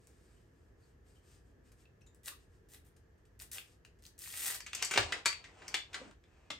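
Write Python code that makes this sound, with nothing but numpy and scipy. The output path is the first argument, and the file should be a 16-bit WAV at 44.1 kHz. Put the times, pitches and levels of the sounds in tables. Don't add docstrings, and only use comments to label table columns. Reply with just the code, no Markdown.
import sys
import numpy as np
from scipy import signal
from scipy.fft import rfft, irfft, next_fast_len
from scipy.io import wavfile

SR = 44100
rng = np.random.default_rng(int(sys.argv[2]) if len(sys.argv) > 2 else 0)


def output_pcm(signal):
    pcm = np.clip(np.atleast_2d(signal).T, -1, 1) * 32767
    wavfile.write(sys.argv[1], SR, np.round(pcm).astype(np.int16))


N = 290788


def amp(db):
    return 10 ** (np.asarray(db) / 20)


def unit(x):
    return x / np.sqrt(np.mean(x ** 2) + 1e-20)


def along(points, hz):
    f, value = np.transpose(points)
    return np.interp(np.log(hz + 1), np.log(f + 1), value)


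def envelope(points):
    s, db = np.transpose(points)
    return amp(np.interp(np.arange(N) / SR, s, db, left=-200, right=-200))


def swells(rows):
    t = np.arange(N) / SR
    return sum(np.sin(np.pi * np.clip((t - s) / length_s, 0, 1)) ** 1.35 * amp(dbs)[:, None]
               for s, length_s, *dbs in rows)


def filtered(x, response):
    size = next_fast_len(x.shape[-1] + 8192)
    return irfft(rfft(x, size) * response(np.fft.rfftfreq(size, 1 / SR)), size)[..., :x.shape[-1]]


def band(f, hz, width_hz):
    return 1j * f * width_hz / (hz * hz - f * f + 1j * f * width_hz)


def resonate(x, hz, width_hz):
    return unit(filtered(x, lambda f: band(f, hz, width_hz) ** 2))


def colour(x, spectrum):
    return unit(filtered(x, lambda f: amp(along(spectrum, f))))


def crackle(share, spread_db):
    size = amp(spread_db * np.minimum(rng.exponential(size=N), 4))
    return size * (rng.random(N) < share) * rng.standard_normal(N)


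def stereo_noise(spectrum):
    # f/Hz, correlation
    likeness = [(30, 1), (100, 0.94), (250, 0.82), (700, 0.12), (2000, 0.08), (10000, 0.071)]

    def mid_side(f):
        angle = np.arccos(np.clip(along(likeness, f), -1, 1)) / 2
        return amp(along(spectrum, f)) * [np.cos(angle), np.sin(angle)]

    mid, side = filtered(rng.standard_normal((2, N)), mid_side)
    return unit(np.array([mid + side, mid - side]))


def hum_and_hiss(hum_db=-61, fade_db_per_s=0.34, hiss_db=-79):
    # f/Hz, level/dB
    hum = [(18, -32.5), (30, -6.5), (54, 7), (102, -1), (200, -13.5), (290, -13), (351, -12), (469, -12),
           (551, -21), (647, -20), (772, -25), (1400, -27.5), (1820, -53.5), (3080, -120)]
    # f/Hz, level/dB
    hiss = [(820, -30.5), (1400, -11), (1700, 0.5), (2260, -13), (3260, -16), (3690, -20.5), (6590, -19),
            (9910, -39), (11500, -22.5), (16000, -37)]
    hum_gain = amp(hum_db - fade_db_per_s * np.arange(N) / SR)
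    return hum_gain * stereo_noise(hum) + amp(hiss_db) * stereo_noise(hiss)


def room(x, gap_samples=150):
    # f/Hz, t60/s
    decay = [(200, 0.26), (1400, 0.24), (4000, 0.27), (10000, 0.18)]
    out, step = np.zeros((2, N + SR)), SR // 4
    for start in range(0, N, step):
        hz, t, noise = signal.stft(rng.standard_normal((2, SR // 3)), SR, nperseg=256)
        tail = signal.istft(noise * amp(-60 * t / along(decay, hz)[:, None]), SR, nperseg=256)[1]
        tail[1] += 0.033 * tail[0]
        tail /= np.linalg.norm(tail, axis=1, keepdims=True)
        wet = signal.fftconvolve(x[None, start:start + step], tail, axes=1)
        out[:, start + gap_samples:][:, :wet.shape[1]] += wet
    return out[:, :N]


def seat():
    # t/s, length/s, level/dB
    shifts = [(1.3, .55, -73.5), (5.96, 0.18, -62.5), (6.3, 0.83, -69)]
    return swells(shifts)[0] * resonate(rng.standard_normal(N), hz=270, width_hz=180)


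def fingers(rest_db=-95.5, scuff_t60_s=0.078):
    # f/Hz, level/dB
    tone = [(1180, 24), (2000, 11.5), (6140, 5), (9090, 10), (10100, -6), (11400, 6), (16000, -9.5)]
    # t/s, length/s, level/dB
    slides = [(-.2, 0.55, -79.5), (.15, 0.36, -81), (.46, 0.29, -89.5), (.76, 0.19, -81.5),
              (1.04, 0.11, -76.5), (1.12, 0.093, -77.5), (1.2, 0.23, -72.5), (1.42, 0.12, -86.5),
              (1.63, .09, -76.5), (1.76, 0.098, -75), (2.36, 0.12, -79.5), (2.48, 0.13, -83.5),
              (3.6, 0.18, -73)]
    # t/s, level/dB
    touches = [(.07, -73), (1.718, -66.5), (2.01, -74), (2.064, -71), (2.148, -76), (2.964, -70),
               (3.18, -82), (3.253, -74), (3.85, -65), (3.988, -73)]
    # t/s, level/dB, f/Hz, length/s
    creaks = [(1.149, -80, 3030, 0.039), (1.851, -70.5, 2670, 0.011), (2.007, -73.5, 2690, 0.017),
              (2.012, -77, 5860, 0.016), (2.06, -71.5, 6950, 0.023), (2.062, -75.5, 3770, 0.018),
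              (2.31, -64.5, 1140, 0.03), (0.356, -83.5, 3020, 0.036), (0.817, -84, 4450, 0.042)]
    t = np.arange(N) / SR
    grain = crackle(share=0.3, spread_db=1.5)
    skin = colour(filtered(grain, lambda f: band(f, 6000, 12000) ** 2), tone)
    skin += amp(-24) * resonate(grain, 5020, 670) + amp(-13.5) * resonate(grain, 2900, 1500)
    scuffs = sum((t >= s) * amp(db - 60 * np.abs(t - s) / scuff_t60_s) for s, db in touches)
    out = (amp(rest_db) + swells(slides)[0] + scuffs) * skin
    for s, db, hz, length_s in creaks:
        n = round(length_s * SR) + 9
        slip = np.hanning(n) * rng.standard_normal(n)
        out[round(s * SR):][:n] += amp(db) * resonate(slip, hz, 0.11 * hz)
    return out


def bumps(t60_cycles=22.4):
    # t/s, level/dB, f/Hz
    impacts = [(4.91, -39.5, 388), (4.957, -34, 410), (4.981, -32.5, 106.7), (5.029, -37.5, 80),
               (5.254, -53, 113), (5.262, -46, 325), (5.745, -48.5, 297), (6.014, -37.5, 518),
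               (6.507, -45, 304)]
    out, t = np.zeros(N + SR), np.arange(SR // 4) / SR
    for s, db, hz in impacts:
        push = np.sin(2 * np.pi * hz * t) + np.sin(np.pi * hz * t) / 2
        attack = 1 - np.exp(-t * hz / 1.1)
        out[round(s * SR):][:len(t)] += amp(db - 60 * t * hz / t60_cycles) * push * attack
    return out[:N]


def hinges():
    # t/s, length/s, metal level/dB, hand level/dB
    swings = [(4.7, 0.22, -51, -61.5), (4.88, 0.21, -43.5, -50), (5.04, 0.19, -52.5, -51.5),
              (5.2, 0.54, -70.5, -67.5), (5.52, 0.37, -62.5, -62), (5.86, 0.29, -62.5, -59),
              (6.15, 0.55, -77, -75)]
    # f/Hz, level/dB
    tone = [(590, -39.5), (1000, -23.5), (2590, -1), (3600, -10.5), (8510, -14.5), (11700, -47),
            (13700, -44.5), (15000, -37)]
    metal_gain, hand_gain = swells(swings)
    grit = crackle(share=0.18, spread_db=-4)
    return metal_gain * colour(grit, tone) + hand_gain * resonate(grit, 490, 1300)


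def strap(release_db_per_s=395, tape_start_db=-27, tape_end_db=-10.5):
    # f/Hz, level/dB
    tone = [(710, -101), (1200, -13.5), (7090, -0.5), (8930, 4.5), (10200, 1), (12400, 2), (13700, -8.5),
            (15300, 0), (16000, -17.5), (16500, -34)]
    # t/s, length/s, start level/dB, end level/dB
    picks = [(2.232, 0.048, -68.5, -46), (2.687, 0.058, -73, -58.5), (2.847, 0.021, -74.5, -72),
             (3.392, 0.022, -61.5, -53), (3.515, 0.06, -49.5, -48.5), (4.022, 0.045, -71, -65)]
    # t/s, level/dB
    pull = [(4.179, -67.5), (4.21, -53.5), (4.32, -51), (4.37, -45), (4.46, -39), (4.51, -39.5),
            (4.535, -50), (4.55, -42), (4.61, -72)]
    hooks = crackle(share=0.1, spread_db=1.7)
    catches = crackle(share=0.02, spread_db=2)
    rip = colour(hooks, tone)
    rip += amp(-15) * resonate(catches, 1954, 220) + amp(-11.5) * resonate(catches, 2900, 2100)
    tape = resonate(hooks, 940, 4000)
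    strokes = [[(s, start_db), (s + length_s, end_db), (s + length_s + .1, end_db - .1 * release_db_per_s)]
               for s, length_s, start_db, end_db in picks]
    out = np.zeros(N)
    for stroke in strokes + [pull]:
        times_s = [s for s, _ in stroke]
        drum = envelope([(times_s[0], tape_start_db), (times_s[-2], tape_end_db),
                         (times_s[-1], tape_end_db)])
        out += envelope(stroke) * (rip + drum * tape)
    clumps_db = 0.72 * resonate(rng.standard_normal(N), 38, 70)
    return out * amp(clumps_db)


def snaps(t60_s=0.0083):
    # t/s, peak level/dB, centre f/Hz
    ticks = [(0.0713, -46.5, 7760), (1.7204, -56.5, 8700), (1.8548, -60.5, 2730), (2.147, -53.5, 8000),
             (2.259, -33.5, 7450), (2.271, -39.5, 6160), (2.282, -28.5, 2740), (2.968, -60.5, 8300),
             (3.255, -63, 3000), (3.4, -38, 3900), (3.421, -36.5, 8700), (3.5175, -35.5, 8700),
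             (3.535, -39.5, 8900), (3.5595, -45, 2080), (3.5831, -30, 2350), (3.8494, -44.5, 2430),
             (4.0235, -57, 4430), (4.038, -51.5, 3980), (4.053, -44.5, 4000), (4.065, -39, 6250),
             (4.18, -49.5, 6100), (4.191, -33.5, 9400), (4.2197, -36, 6700), (4.2399, -37.5, 5060),
             (4.2593, -42.5, 2050), (4.275, -43, 2020), (4.303, -43, 3000), (4.326, -36.5, 6050),
             (4.339, -36.5, 1870), (4.5451, -32, 5100)]
    out, t = np.zeros(N), np.arange(SR // 20) / SR
    for s, db, hz in ticks:
        burst = amp(-60 * t / t60_s) * rng.standard_normal(len(t))
        snap = resonate(burst, hz, 0.99 * hz)
        out[round(s * SR):][:len(t)] += amp(db) * snap / np.abs(snap).max()
    return out


def tube_modes(f, centre_hz):
    # f/Hz, level/dB, t60/s
    modes = [(1070, -3, .05), (1370, -3, .05), (1570, -3, .05), (1830, -3, .08), (1960, -2, .1),
             (2040, -2, .1), (2200, -2, .1), (2370, -2, .1), (2650, -2, .1), (2860, -3, .08),
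             (3220, -4, .08), (3490, 0, .2), (3720, -3, .1), (4200, -4, .07), (4510, 0, .2),
             (4690, -4, .15), (5200, -3, .06), (6000, -3, .06), (6400, -3, .06), (7300, -2, .07),
             (7770, -3, .06), (8500, -4, .05)]
    return sum((-1) ** k * amp(db - 150 * np.log2(hz / centre_hz) ** 2) * t60_s * band(f, hz, 2.2 / t60_s)
               for k, (hz, db, t60_s) in enumerate(modes))


def clack_bands(f):
    paint = 1 / (1 + 1j * f / 9000 - (f / 9000) ** 2) ** 3
    return np.array([band(f, 2100, 4000) ** 2 * paint, band(f, 700, 1300) ** 2,
                     band(f, 6500, 7000) ** 2 * paint, band(f, 11500, 3000) ** 2])


def knocks(middle_hz=2100, middle_db=-11, sparkle_re_edge_db=-16.5):
    # t/s, level/dB, body/dB, edge/dB, rattle t60/s, ring f/Hz, ring/dB
    contacts = [(4.6036, -40, -15, -2, 0.043, 5300, -4), (4.6629, -36, -38, -8, 0.12, 3170, -12),
                (4.731, -33, -37.5, -10, 0.028, 2920, -1), (4.7487, -38, -27.5, 9.5, 0.032, 5170, -4),
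                (4.817, -41, -6, -11.5, 0.041, 1070, -9), (4.8238, -23, -22, -3, 0.038, 5470, -4),
                (4.8475, -40, -14.5, 11.5, 0.072, 7540, 9.5), (4.9100, -26.5, -17, -3, 0.16, 2620, -12),
                (4.9366, -26, -31.5, -11, 0.045, 2600, -7.5), (4.9595, -30.5, -1.5, -27, 0.036, 2430, 1.5),
                (4.9745, -16, -1.5, -13, 0.066, 1590, -13), (4.9994, -39, -4.5, -17, .04, 3280, -20),
                (5.122, -25, -18, -14.5, 0.06, 1722, -3.5), (5.251, -42, -20, -11, .02, 2000, -6),
                (5.2571, -17, -18.5, -4, 0.087, 4730, -6), (5.3267, -36.5, -25, -10.5, 0.043, 2530, -2),
                (5.4407, -44.5, -21, -26, 0.16, 1870, -7.5), (5.6191, -53, 2, -22.5, 0.099, 1600, 4),
                (5.68, -40, -28, 1.5, .045, 5450, -1), (5.7417, -20.5, -18, -11.5, 0.067, 3480, -9.5),
                (5.9308, -41.5, -26, -14, 0.18, 1560, -12.5), (5.943, -31, -17.5, -25, 0.076, 1540, -7),
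                (5.9576, -47, -39.5, -16, .05, 1330, 5), (6.11, -55.5, -23, -9, 0.023, 1270, -1.5),
                (6.238, -62, -10.5, -16, 0.057, 3260, -7.5), (6.5026, -31, -6.5, -17.5, 0.1, 3500, -12)]
    out, t = np.zeros(N + SR), np.arange(SR // 4) / SR
    attack, blow = 1 - np.exp(-t / 0.00071), 1.0 * (t == 0)
    for s, db, body_db, edge_db, rattle_t60_s, ring_hz, ring_db in contacts:
        decay = amp(-60 * t / rattle_t60_s) + 0.95 * amp(-60 * t / 0.025)
        clack = filtered(attack * decay * rng.standard_normal(len(t)), clack_bands)
        ring = filtered(blow, lambda f: np.array([tube_modes(f, middle_hz), tube_modes(f, ring_hz)]))
        flutter = 1 + 0.9 * resonate(rng.standard_normal(len(t)), 60, 160)
        parts = np.vstack([clack, flutter * ring])
        parts /= 3 * parts[:, :SR // 100].std(axis=1, keepdims=True)
        mix = amp([0, body_db, edge_db, edge_db + sparkle_re_edge_db, middle_db, ring_db])
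        out[round(s * SR):][:len(t)] += amp(db) * mix @ parts
    return out[:N]


def scene(room_db=-3):
    # f/Hz, left minus right/dB
    balance = [(60, 3), (150, -1.5), (380, -0.5), (950, 0), (2380, 1), (5980, 5), (15000, -2.5)]
    # f/Hz, left lead/rad
    lead = [(0, 0), (2070, -0.3), (3010, 1.5), (3880, 0.4), (8270, 0.4), (10600, -3.8), (11600, -6.0),
            (12500, -6.3), (13200, -9.2), (14500, -9.8), (15100, -12.7), (16700, -12.6)]
    direct = knocks() + fingers() + strap() + snaps() + hinges() + seat()
    heard = direct + amp(room_db) * room(direct)
    side = np.array([[0.5], [-0.5]])
    ports = filtered(heard, lambda f: amp(side * along(balance, f)) * np.exp(1j * side * along(lead, f)))
    return ports + bumps() + hum_and_hiss()


def record(dry, low_cut_hz=35, top_hz=16300):
    return filtered(dry, lambda f: (f < top_hz) * f ** 2 / (f ** 2 + low_cut_hz ** 2))


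dry = scene()
out = record(dry)
output_pcm(out)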